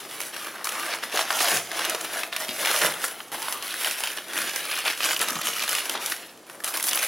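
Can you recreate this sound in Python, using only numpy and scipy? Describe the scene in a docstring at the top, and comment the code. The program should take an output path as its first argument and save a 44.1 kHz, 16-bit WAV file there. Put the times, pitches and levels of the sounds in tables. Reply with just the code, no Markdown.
"""Unwrapping a paper parcel

Hands unwrap a paper parcel of food on a bed, close by in a small, soft room.
With each stroke the sheet crinkles in ringing micro-buckles, hisses as it slides over itself (noise) and flaps.
Stiff creases snap through as pulses filtered by a facet resonance; the parcel thuds in short bands of noise.
The hands rest twice, briefly, leaving a faint room hush of coloured noise.
"""
import sys
import numpy as np
from scipy import signal
from scipy.fft import rfft, irfft, next_fast_len
from scipy.io import wavfile
from scipy.ndimage import map_coordinates

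SR = 44100
rng = np.random.default_rng(int(sys.argv[2]) if len(sys.argv) > 2 else 0)


def inscribe(sig):
    """Save sig as 16-bit PCM at rate SR to the path in sys.argv[1].

    A 1-D sig is mono; a 2-D sig holds one channel per row.
    Samples are clipped to [-1, 1] before scaling.
    """
    pcm = np.round(np.clip(np.atleast_2d(sig).T, -1, 1) * 32767)
    wavfile.write(sys.argv[1], SR, pcm.astype(np.int16))


N = 311787

# Stiff creases that snap through. Each row: start in seconds, level in dB before a common offset,
# pitch of the facet in Hz, treble crack in dB above the facet's ring.
CREASE_SNAPS = [(0.204, -23.5, 2860, -1), (0.364, -25, 1750, -12), (0.644, -37.5, 1970, 17),
                (0.671, -18.5, 1220, -9), (0.691, -24, 2860, 2), (0.883, -30, 1300, -10),
                (1.035, -22, 1780, -24), (1.174, -13, 2160, -10), (1.192, -12.5, 1680, -22),
                (1.305, -13.5, 1460, -24), (1.407, -17, 1180, -13), (1.444, -18, 1280, -1),
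                (1.484, -15, 2720, -6), (1.716, -23, 1690, -5), (1.792, -19, 1600, -5),
                (1.85, -21.5, 2900, 0), (1.897, -24.5, 1800, 8), (1.948, -18.5, 1070, -5),
                (2.011, -28.5, 3930, 4.5), (2.234, -17.5, 2200, -12), (2.327, -21.5, 1760, -30),
                (2.364, -18.5, 2600, -2.5), (2.491, -22, 3030, -6.5), (2.649, -15.5, 2250, -18),
                (2.672, -15.5, 2120, -20), (2.816, -16.5, 2770, -7), (3.041, -15, 1660, -9),
                (3.204, -25, 1520, -32), (3.318, -30.5, 1174, -1), (3.343, -25, 1180, -11),
                (3.42, -28.5, 2280, 1), (3.483, -20.5, 1290, -18), (3.525, -23, 2740, 3),
                (3.625, -27.5, 2720, 1), (3.741, -21.5, 1750, -6), (3.846, -16.5, 3130, -8),
                (3.911, -22, 2540, 1.5), (4.037, -18.5, 3200, -2.5), (4.073, -19.5, 2420, -6),
                (4.174, -26, 2000, -19), (4.184, -23, 2800, -16), (4.334, -23.5, 1750, -4),
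                (4.367, -21, 2450, -10), (4.377, -20, 3420, -2), (4.56, -27, 1650, 7.5),
                (4.754, -32, 3140, 4), (4.789, -40, 2440, -2.5), (4.852, -22.5, 2200, -6),
                (4.879, -14, 2660, -14), (4.901, -18, 2640, -9), (5.005, -17.5, 2610, -16),
                (5.054, -31, 2560, 1.5), (5.109, -16, 1940, -16), (5.164, -17.5, 2800, -9),
                (5.193, -31, 2600, 10), (5.214, -25.5, 2120, 9), (5.285, -20, 2900, -0.5),
                (5.305, -29.5, 2720, 9), (5.356, -24, 1250, -7), (5.415, -23.5, 2040, 1.5),
                (5.471, -19, 1630, -2), (5.624, -20.5, 2970, -3), (5.692, -21, 3100, 4.5),
                (5.751, -18, 2240, 0), (5.784, -20, 2820, -17), (5.896, -17.5, 3040, -1),
                (6.061, -29, 3190, 10.5), (6.099, -27, 2860, 4), (6.121, -17, 1650, -8),
                (6.327, -45, 1860, -16), (6.467, -48, 2600, 2), (6.498, -31.5, 1890, -7),
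                (6.603, -30, 1750, -9), (6.644, -27, 2480, 9), (6.677, -23.5, 1850, 0),
                (6.741, -23, 1970, -5), (6.772, -29, 2180, 10), (6.799, -23.5, 2140, -2),
                (6.827, -32.5, 4100, 15), (6.84, -32, 2990, 14), (6.911, -33, 3044, 10),
                (6.932, -19.5, 2960, 3), (6.974, -17, 2455, -9), (7.038, -22, 2550, -3)]
# The open pouch of paper. Each row: time in seconds, cavity resonance in Hz, its strength in dB,
# upper sheen of the folds in dB, share of smooth sliding from 0 to 1 before each register bends it.
POUCH_STATES = [(0, 1150, 3, -1.5, 0.81), (.35, 1105, 1, -3.5, 0.54), (.8, 1160, 4.5, 0, 0.64),
                (1.1, 623, 2.5, 0.5, 0.42), (1.45, 720, 8.5, 3.5, 0.6), (1.95, 667, 5.5, 1.5, 0.55),
                (2.45, 636, 10, -3.5, 0.4), (2.7, 555, 7, -0.5, 0.62), (3.1, 700, 0, -3, 0.3),
                (3.35, 850, 10, -5, 0.93), (3.9, 1480, 1.5, -4.5, 0.52), (4.45, 1450, 7, -1.5, 0.43),
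                (4.8, 2900, 5, -4.5, 0.4), (5.1, 1310, 5, 5, 0.33), (5.7, 1240, 6.5, 0, 0.27),
                (5.97, 910, 5, -0.5, 0.78), (6.2, 1600, -3, -3, 0.74), (6.75, 1080, 2, -4.5, 0.2)]


def amp(db):
    """Decibel law: level in dB to amplitude gain."""
    return 10 ** (np.asarray(db) / 20)


def unit(x):
    """Normalisation to unit power: scale to rms 1."""
    return x / np.sqrt(np.mean(x ** 2) + 1e-20)


def along(points, hz):
    """Logarithmic interpolation: read (Hz, value) points on a log frequency axis."""
    f, v = np.transpose(points)
    return np.interp(np.log(hz + 1), np.log(f), v)


def wobble(rate):
    """Band-limited random modulation: a smooth curve with rate knots a second."""
    knots = rng.standard_normal(4096)
    return map_coordinates(knots, [np.arange(N) * rate / SR], mode="wrap")


def ripple(hz, depth_db, width_hz):
    """Random modal density: narrow peaks and dips along frequency, in dB."""
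    knots = rng.standard_normal(1024)
    return depth_db * map_coordinates(knots, [hz / width_hz], mode="wrap")


def band(hz, lo_hz, hi_hz, order=5):
    """Butterworth magnitude: gain of a band with soft shoulders."""
    return ((1 + (lo_hz / (hz + 1)) ** (2 * order)) * (1 + (hz / hi_hz) ** (2 * order))) ** -.5


def bump(hz, centre_hz, width_hz):
    """Lorentzian resonance: a peak of height 1."""
    return 1 / (1 + (2 * (hz - centre_hz) / width_hz) ** 2)


def coloured(x, gain):
    """Minimum-phase filtering: a causal filter with the given gain of frequency keeps attacks sharp."""
    n = x.shape[-1]
    m = 2 * next_fast_len(n // 2 + 2048)
    log_gain = np.log(np.maximum(gain(np.fft.rfftfreq(m, 1 / SR)), 1e-6))
    # folding the cepstrum onto positive times gives the minimum phase
    cepstrum = irfft(log_gain)
    cepstrum[1:m // 2] *= 2
    cepstrum[m // 2 + 1:] = 0
    return irfft(rfft(x, m) * np.exp(rfft(cepstrum)), m)[..., :n]


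def shifting(x, response, span):
    """Time-varying convolution: the impulse response is renewed, with a cross-fade, every span seconds."""
    hop = int(span * SR)
    padded, out = np.pad(x, (hop, 2 * hop)), np.zeros(N + 4 * SR)
    window = np.hanning(2 * hop)
    for i in range(0, N + hop, hop):
        piece = signal.fftconvolve(padded[i:i + 2 * hop] * window, response(i / SR))
        out[i:i + len(piece)] += piece
    return out[hop:hop + N]


def handling():
    """Power summation of strokes: amplitudes over time of the flap, slack folds, taut folds and fizz."""
    # Pushes and pulls of the hands. Each row: start in seconds, length in seconds, build-up in seconds,
    # crinkle in dB, tautness from 0 to 1, fizz in dB above the crinkle, flap in dB above the crinkle;
    # all levels stand before the gain of each register.
    strokes = [(0.0, 0.055, 0.002, -34.0, 0.6, -4.5, -12), (0.077, 0.13, 0.032, -34.5, 0.5, -1, -13),
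               (0.186, 0.078, 0.018, -33.0, 0.46, 0.0, -17), (0.316, 0.17, 0.029, -30.5, 0.48, -5.0, -18),
               (0.511, 0.12, 0.028, -33.5, 0.24, -11.0, -17), (0.64, 0.048, 0.004, -28.5, 0.27, -0.5, -18),
               (0.695, 0.171, 0.035, -25.0, 0.21, -7, -20.5), (0.88, 0.058, 0.03, -23.5, 0.42, -10, -21.0),
               (1.01, 0.029, 0.029, -25.5, 0.53, -7, -16), (1.105, 0.097, 0.057, -19.5, 0.48, -6.5, -22.0),
               (1.261, 0.119, 0.042, -23.0, 0.3, -8, -22), (1.351, 0.207, 0.055, -19.5, 0.54, -3.5, -21),
               (1.677, 0.269, 0.101, -23.0, 0.41, -8, -18.5), (1.977, 0.071, 0.028, -29, 0.5, -3.5, -15),
               (2.067, 0.141, 0.078, -25.5, 0.42, -4, -19), (2.318, 0.052, 0.0064, -28.0, 0.5, -7.5, -32),
               (2.377, 0.04, 0.031, -22.0, 0.31, -5.5, -17.5), (2.465, 0.101, 0.024, -30.5, 0.8, -3, -18),
               (2.571, 0.074, 0.025, -22.0, 0.37, -2.5, -16), (2.628, 0.079, 0.047, -17.0, 0.46, -5.5, -26),
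               (2.716, 0.111, 0.017, -20.5, 0.32, -3.5, -29), (2.799, 0.059, 0.02, -16.5, 0.35, -6.5, -17),
               (2.962, 0.097, 0.021, -31.5, 0.51, -0.5, -14), (3.015, 0.032, 0.022, -24.5, 0.46, 0, -21),
               (3.235, 0.019, 0.019, -46.0, 0.6, -9.0, -7.0), (3.314, 0.035, 0.014, -26, 0.34, -5.0, -14.0),
               (3.375, 0.178, 0.039, -29.0, 0.56, -1, -19.5), (3.594, 0.217, 0.035, -30.0, 0.68, -2.5, -21),
               (3.77, 0.156, 0.072, -24.5, 0.8, -0.5, -27), (3.956, 0.147, 0.033, -28.5, 0.67, -2, -22.5),
               (4.133, 0.04, 0.04, -29.0, 0.73, -4.5, -14), (4.249, 0.08, 0.054, -31.0, 0.56, -4.5, -11),
               (4.316, 0.166, 0.054, -25.0, 0.7, -2.5, -17), (4.506, 0.15, 0.042, -28.5, 0.64, -4, -18),
               (4.664, 0.131, 0.025, -26, 0.72, -3.5, -25), (4.826, 0.045, 0.042, -19.5, 0.75, -4.0, -26),
               (4.947, 0.169, 0.119, -21.0, 0.73, -2.5, -21.0),
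               (5.17, 0.061, 0.044, -22.5, 0.43, -3.5, -14.5),
               (5.255, 0.228, 0.02, -28.0, 0.49, -5.5, -19.5),
               (5.429, 0.216, 0.026, -26.0, 0.8, -3.0, -18.0), (5.659, 0.127, 0.031, -22.5, 0.79, -3, -20),
               (5.805, 0.112, 0.054, -27.0, 0.5, -4.0, -17.5),
               (5.932, 0.024, 0.019, -23.5, 0.3, -17, -19.5), (5.986, 0.139, 0.038, -27.5, 0.6, -1, -21.0),
               (6.161, 0.055, 0.026, -38, 0.36, -8.0, -9.0), (6.449, 0.184, 0.03, -40.5, 0.14, -3.5, -10.0),
               (6.636, 0.048, 0.007, -25.0, 0.26, -1.0, -26), (6.727, 0.036, 0.012, -25.5, 0.48, 1.5, -18),
               (6.813, 0.07, 0.032, -27.0, 0.4, 7, -19), (6.862, 0.111, 0.044, -24.5, 0.7, 0.5, -25),
               (7.008, 0.036, 0.019, -23.0, 0.63, 2.5, -24.0)]
    # after its length a stroke drops quickly; then the sheet settles, more quietly and slowly
    release_db_per_s, settle_db, settle_db_per_s = 185, -8.5, 60
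    t = np.arange(SR) / SR
    power = np.zeros((4, N + 2 * SR))
    for s, length, build_up, level_db, taut, fizz_db, flap_db in strokes:
        since_end = np.maximum(t - length, 0)
        release = amp(-release_db_per_s * since_end)
        settling = amp(settle_db - settle_db_per_s * since_end)
        rise = np.minimum(t / (build_up + 1 / SR), 1)
        envelope = rise * np.maximum(release, settling) * amp(level_db)
        shares = [amp(flap_db) ** 2, 1 - taut, taut, amp(fizz_db) ** 2]
        power[:, round(s * SR):][:, :SR] += np.outer(shares, envelope ** 2)
    return np.sqrt(power[:, :N])


def stick_slip():
    """Stick-slip friction: a lull while a big crease resists, a brief shower of buckles once it gives."""
    lull_db, lull_s, shower_db, shower_s = 3, 0.0096, 0.5, 0.008
    folds_share = 0.59  # the fizz feels it fully, the folds by this share, the flap not at all
    t = np.arange(SR // 10) / SR
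    lull = -lull_db * np.exp(-t / lull_s)[::-1]
    shower = shower_db * np.exp(-t / shower_s)
    around = np.concatenate([lull, shower])
    gain_db = np.zeros(N + SR)
    for s, *_ in CREASE_SNAPS:
        gain_db[round(s * SR):][:len(around)] += around
    centred_db = gain_db[len(t):][:N]  # each snap falls between its lull and its shower
    return amp(np.outer([0, folds_share, folds_share, 1], centred_db))


def paper_tone(hz):
    """Resonant radiation: the wrapping with its hollows, through the bright peak of the microphone port."""
    # Tone of the wrapping. Each row: frequency in Hz, relative density in dB per Hz.
    wrapping = [(60, -37), (110, -28), (300, -7.5), (480, -7.5), (620, -3), (850, -0.5), (1250, 1.5),
                (2200, -0.5), (3000, 1.5), (4400, -2.5), (6200, -2), (8100, -7), (12500, -6.5),
                (15800, -8.5)]
    # Hollows of the parcel. Each row: resonance in Hz, width in Hz, height in dB.
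    hollows = [(154.8, 10.6, 11.5), (230, 11, 4.5), (330, 20, 5.5), (620, 55, 2.5)]
    hollows_db = sum(db * bump(hz, centre, width) for centre, width, db in hollows)
    port_db = 8.2 * bump(hz, centre_hz=10360, width_hz=2300)
    return amp(along(wrapping, hz) + hollows_db + port_db)


def buckles(rate, spread_db, life, count=7):
    """Modal synthesis: tiny buckles at random moments each ring a few short modes; broad spectrum, rms 1."""
    n = int(rate * N / SR)
    draw = rng.random((n, 2 + 2 * count))
    start = (draw[:, 0] * N).astype(int)
    size = amp(spread_db * draw[:, 1] ** 2)  # many small ones, few large
    hz = 400 * 40 ** draw[:, 2:2 + count]
    tau = life * (hz / 3000) ** -.5  # large, low facets ring longer
    strength = size[:, None] * (2 * draw[:, 2 + count:] - 1) * np.sqrt(hz / tau)
    t = np.arange(SR // 200, dtype=np.float32) / SR
    turns, fade = (2 * np.pi * hz).astype(np.float32), (1 / tau).astype(np.float32)

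    def mode(k):
        return strength[:, k, None] * (np.sin(turns[:, k, None] * t) * np.exp(-fade[:, k, None] * t))

    rings = sum(mode(k) for k in range(count))
    places = start[:, None] + np.arange(len(t))
    return unit(np.bincount(places.ravel(), rings.ravel(), N)[:N])


def avalanches(rate, life, depth):
    """Avalanche dynamics: sudden random surges die away, as if folds set off their neighbours; rms 1."""
    chance, size = rng.random(N), rng.uniform(0.92, 1, N)
    triggers = size * (chance < rate / SR)
    surges = signal.lfilter([1], [1, -np.exp(-1 / (life * SR))], triggers)
    return unit(np.sqrt(1 + depth * surges))


def pouch(s):
    """Cavity resonance: response of the crumpled sheet at time s, with fold sheen and ever new facets."""
    times, *columns = np.transpose(POUCH_STATES)
    cavity_hz, cavity_db, sheen_db, _ = [np.interp(s, times, c) for c in columns]

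    def gain(hz):
        cavity = cavity_db * bump(hz, cavity_hz, 0.18 * cavity_hz)
        sheen = sheen_db * bump(hz, centre_hz=6730, width_hz=2000)
        return amp(cavity + sheen + ripple(hz, depth_db=2.0, width_hz=170))

    return coloured(signal.unit_impulse(1024), gain)


def crinkle(hands):
    """Buckling and friction: slack folds sound low, taut ones high, and the sheet flaps beneath."""
    flapping, slack_folds, taut_folds, fizzing = hands
    times, *_, shares = np.transpose(POUCH_STATES)
    sliding = np.interp(np.arange(N) / SR, times, shares)
    grains = buckles(rate=1100, spread_db=13.0, life=0.0014)
    grains = unit(grains * avalanches(rate=70, life=0.0089, depth=2.7))
    rub = rng.standard_normal(N)

    def register(lo_hz, hi_hz, graininess, flutter_db):
        smooth = sliding ** graininess  # a larger exponent leaves more buckles and less rubbing
        source = np.sqrt(1 - smooth) * grains + np.sqrt(smooth) * rub
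        voice = coloured(source, lambda hz: paper_tone(hz) * band(hz, lo_hz, hi_hz))
        return unit(voice * amp(flutter_db * wobble(rate=45)))

    flap = amp(-4.5) * flapping * register(lo_hz=59.7, hi_hz=463, graininess=0.93, flutter_db=2.0)
    slack = amp(-10) * slack_folds * register(lo_hz=500, hi_hz=1750, graininess=1.65, flutter_db=-0.45)
    stiff = amp(-5.5) * taut_folds * register(lo_hz=1750, hi_hz=5550, graininess=0.71, flutter_db=1.55)
    fizz = amp(-4.5) * fizzing * register(lo_hz=4570, hi_hz=16900, graininess=0.41, flutter_db=1.5)
    return shifting(flap + slack + stiff + fizz, pouch, span=.09)


def snap(level_db, facet_hz, crack_db):
    """Snap-through instability: a pulse, a brief facet ring, a weaker settling click, a shiver of the sheet."""
    t = np.arange(SR // 20) / SR
    settle = rng.uniform(.0016, .003)  # seconds until the settling click

    def burst(life, pulse):
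        first = np.exp(-t / life)
        second = .45 * (t > settle) * np.exp(-np.abs(t - settle) / life)
        shiver = .06 * np.exp(-t / .01)
        return (first + second + shiver + pulse * (t == 0)) * rng.choice([-1, 1], len(t))

    def facet(hz):
        peak_db = 10 * bump(hz, facet_hz, 0.46 * facet_hz)
        return band(hz, 290, 4800) * amp(peak_db + ripple(hz, depth_db=2, width_hz=325))

    ring_life = 0.0015 * (2200 / facet_hz) ** 0.36  # large, low facets ring longer
    release = burst(ring_life, pulse=3)
    ring = unit(coloured(release, lambda hz: paper_tone(hz) * facet(hz)))
    sharp = burst(life=0.0011, pulse=1.0)
    crack = unit(coloured(sharp, lambda hz: paper_tone(hz) * band(hz, 4400, 14600)))
    return amp(level_db - 16) * (ring + amp(crack_db) * crack)


def lesser_snaps(hands, count=80):
    """Load-driven random events: small snaps, more and louder the harder the work, as bright as its fizz."""
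    top_db, range_db = 3, 5  # highest level over the crinkle, before the offset in snap, and range below it
    typical_hz, spread_octaves = 2200, 0.41
    _, slack_folds, taut_folds, fizzing = hands
    effort = np.hypot(slack_folds, taut_folds) + 1e-9
    chance = np.cumsum(np.sqrt(effort))
    at = np.searchsorted(chance / chance[-1], (np.arange(count) + rng.random(count)) / count)
    level_db = 20 * np.log10(effort[at]) + top_db - range_db * rng.random(count)
    facet_hz = typical_hz * 2 ** (spread_octaves * rng.standard_normal(count))
    crack_db = 20 * np.log10(fizzing[at] / effort[at] + 1e-9) + 2.5
    return list(zip(at / SR, level_db, facet_hz, crack_db))


def creases(hands):
    """Superposition of transients: every snap, large or small, at its moment."""
    out = np.zeros(N + SR)
    for s, level_db, facet_hz, crack_db in list(CREASE_SNAPS) + lesser_snaps(hands):
        click = snap(level_db, facet_hz, crack_db)
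        out[round(s * SR):][:len(click)] += click
    return out[:N]


def thuds():
    """Heavily damped impact: soft, dull knocks of the filled parcel as decaying narrow-band noise."""
    # Bumps against hands and bedding. Each row: start in seconds, level in dB before a common offset,
    # pitch in Hz, life in seconds.
    bumps = [(1.141, -23.5, 415, 0.0051), (1.405, -25, 395, 0.0071), (1.525, -42, 154, 0.051),
             (1.944, -24, 430, 0.0064), (2.488, -32, 230, 0.0083), (2.64, -29.5, 645, 0.013),
             (2.696, -26.5, 535, 0.014), (2.836, -36.5, 191, 0.041), (5.273, -38.5, 268, 0.01),
             (5.312, -34, 240, 0.017), (5.349, -35, 174, 0.024), (5.949, -26, 1020, 0.01)]
    out, t = np.zeros(N + SR), np.arange(SR // 6) / SR
    for s, level_db, pitch_hz, life in bumps:
        fade = np.exp(-t / life)
        noise = rng.standard_normal(len(t)) * fade
        knock = coloured(noise, lambda hz: band(hz, .75 * pitch_hz, 1.25 * pitch_hz, order=4))
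        # short knocks carry less energy
        out[round(s * SR):][:len(t)] += amp(level_db - 2.0) * unit(knock) * np.sqrt(np.mean(fade ** 2))
    return out[:N]


def room(s):
    """Diffuse reverberation: a furnished bedroom's short decay, drawn anew as the paper moves."""
    # Absorption of the walls. Each row: frequency in Hz, time in seconds to decay by 60 dB.
    walls = [(200, 1), (2000, 0.4), (12000, 0.17)]
    hz, t, z = signal.stft(rng.standard_normal(SR // 3), SR, nperseg=256)
    decay = amp(-60 * t / along(walls, hz)[:, None])
    tail = signal.istft(z * decay, SR, nperseg=256)[1]
    return np.pad(tail / np.linalg.norm(tail), (round(.007 * SR), 0))  # 7 ms before the first reflection


def room_hush():
    """Stationary background noise: Gaussian noise with the spectrum of the still room."""
    # The still room. Each row: frequency in Hz, relative density in dB per Hz.
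    still_room = [(25, -22), (65, -27), (110, -9.5), (300, -1.5), (420, 0.5), (1600, -10.5), (3000, -18),
                  (7000, -16), (10500, -28), (15800, -31)]
    return amp(-51) * unit(coloured(rng.standard_normal(N), lambda hz: amp(along(still_room, hz))))


def scatter(s):
    """Multipath scattering: short paths from many facets reach the two microphone ports differently."""
    t = np.arange(SR // 100) / SR
    paths = rng.standard_normal(len(t)) * np.exp(-t / 0.0014)
    return paths / np.linalg.norm(paths)


def scene():
    """Mid-side superposition: close paper with little deep bass, its room and hush at two nearly alike ports."""
    # Stereo width. Each row: frequency in Hz, side level in dB against the middle.
    side_width = [(60, -22), (130, -35), (290, -20), (640, -18.5), (1410, -18.5), (3100, -16.5),
                  (6000, -8.5), (10500, -12), (15000, -22.5)]
    hands = handling()
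    parcel = crinkle(hands * stick_slip()) + creases(hands) + thuds()
    paper = coloured(parcel, lambda hz: band(hz, lo_hz=92, hi_hz=30000, order=4))
    mid = paper + amp(-11.5) * shifting(paper, room, span=.25) + room_hush()
    side = coloured(shifting(mid, scatter, span=.05), lambda hz: amp(along(side_width, hz)))
    return np.array([mid + side, mid - side])


def record(dry):
    """Band limitation: an ideal low-pass removes everything from its top frequency upward."""
    top_hz = 15900
    m = next_fast_len(N + SR // 4)
    return irfft(rfft(dry, m) * (np.fft.rfftfreq(m, 1 / SR) < top_hz), m)[..., :N]


dry = scene()
out = record(dry)
inscribe(out)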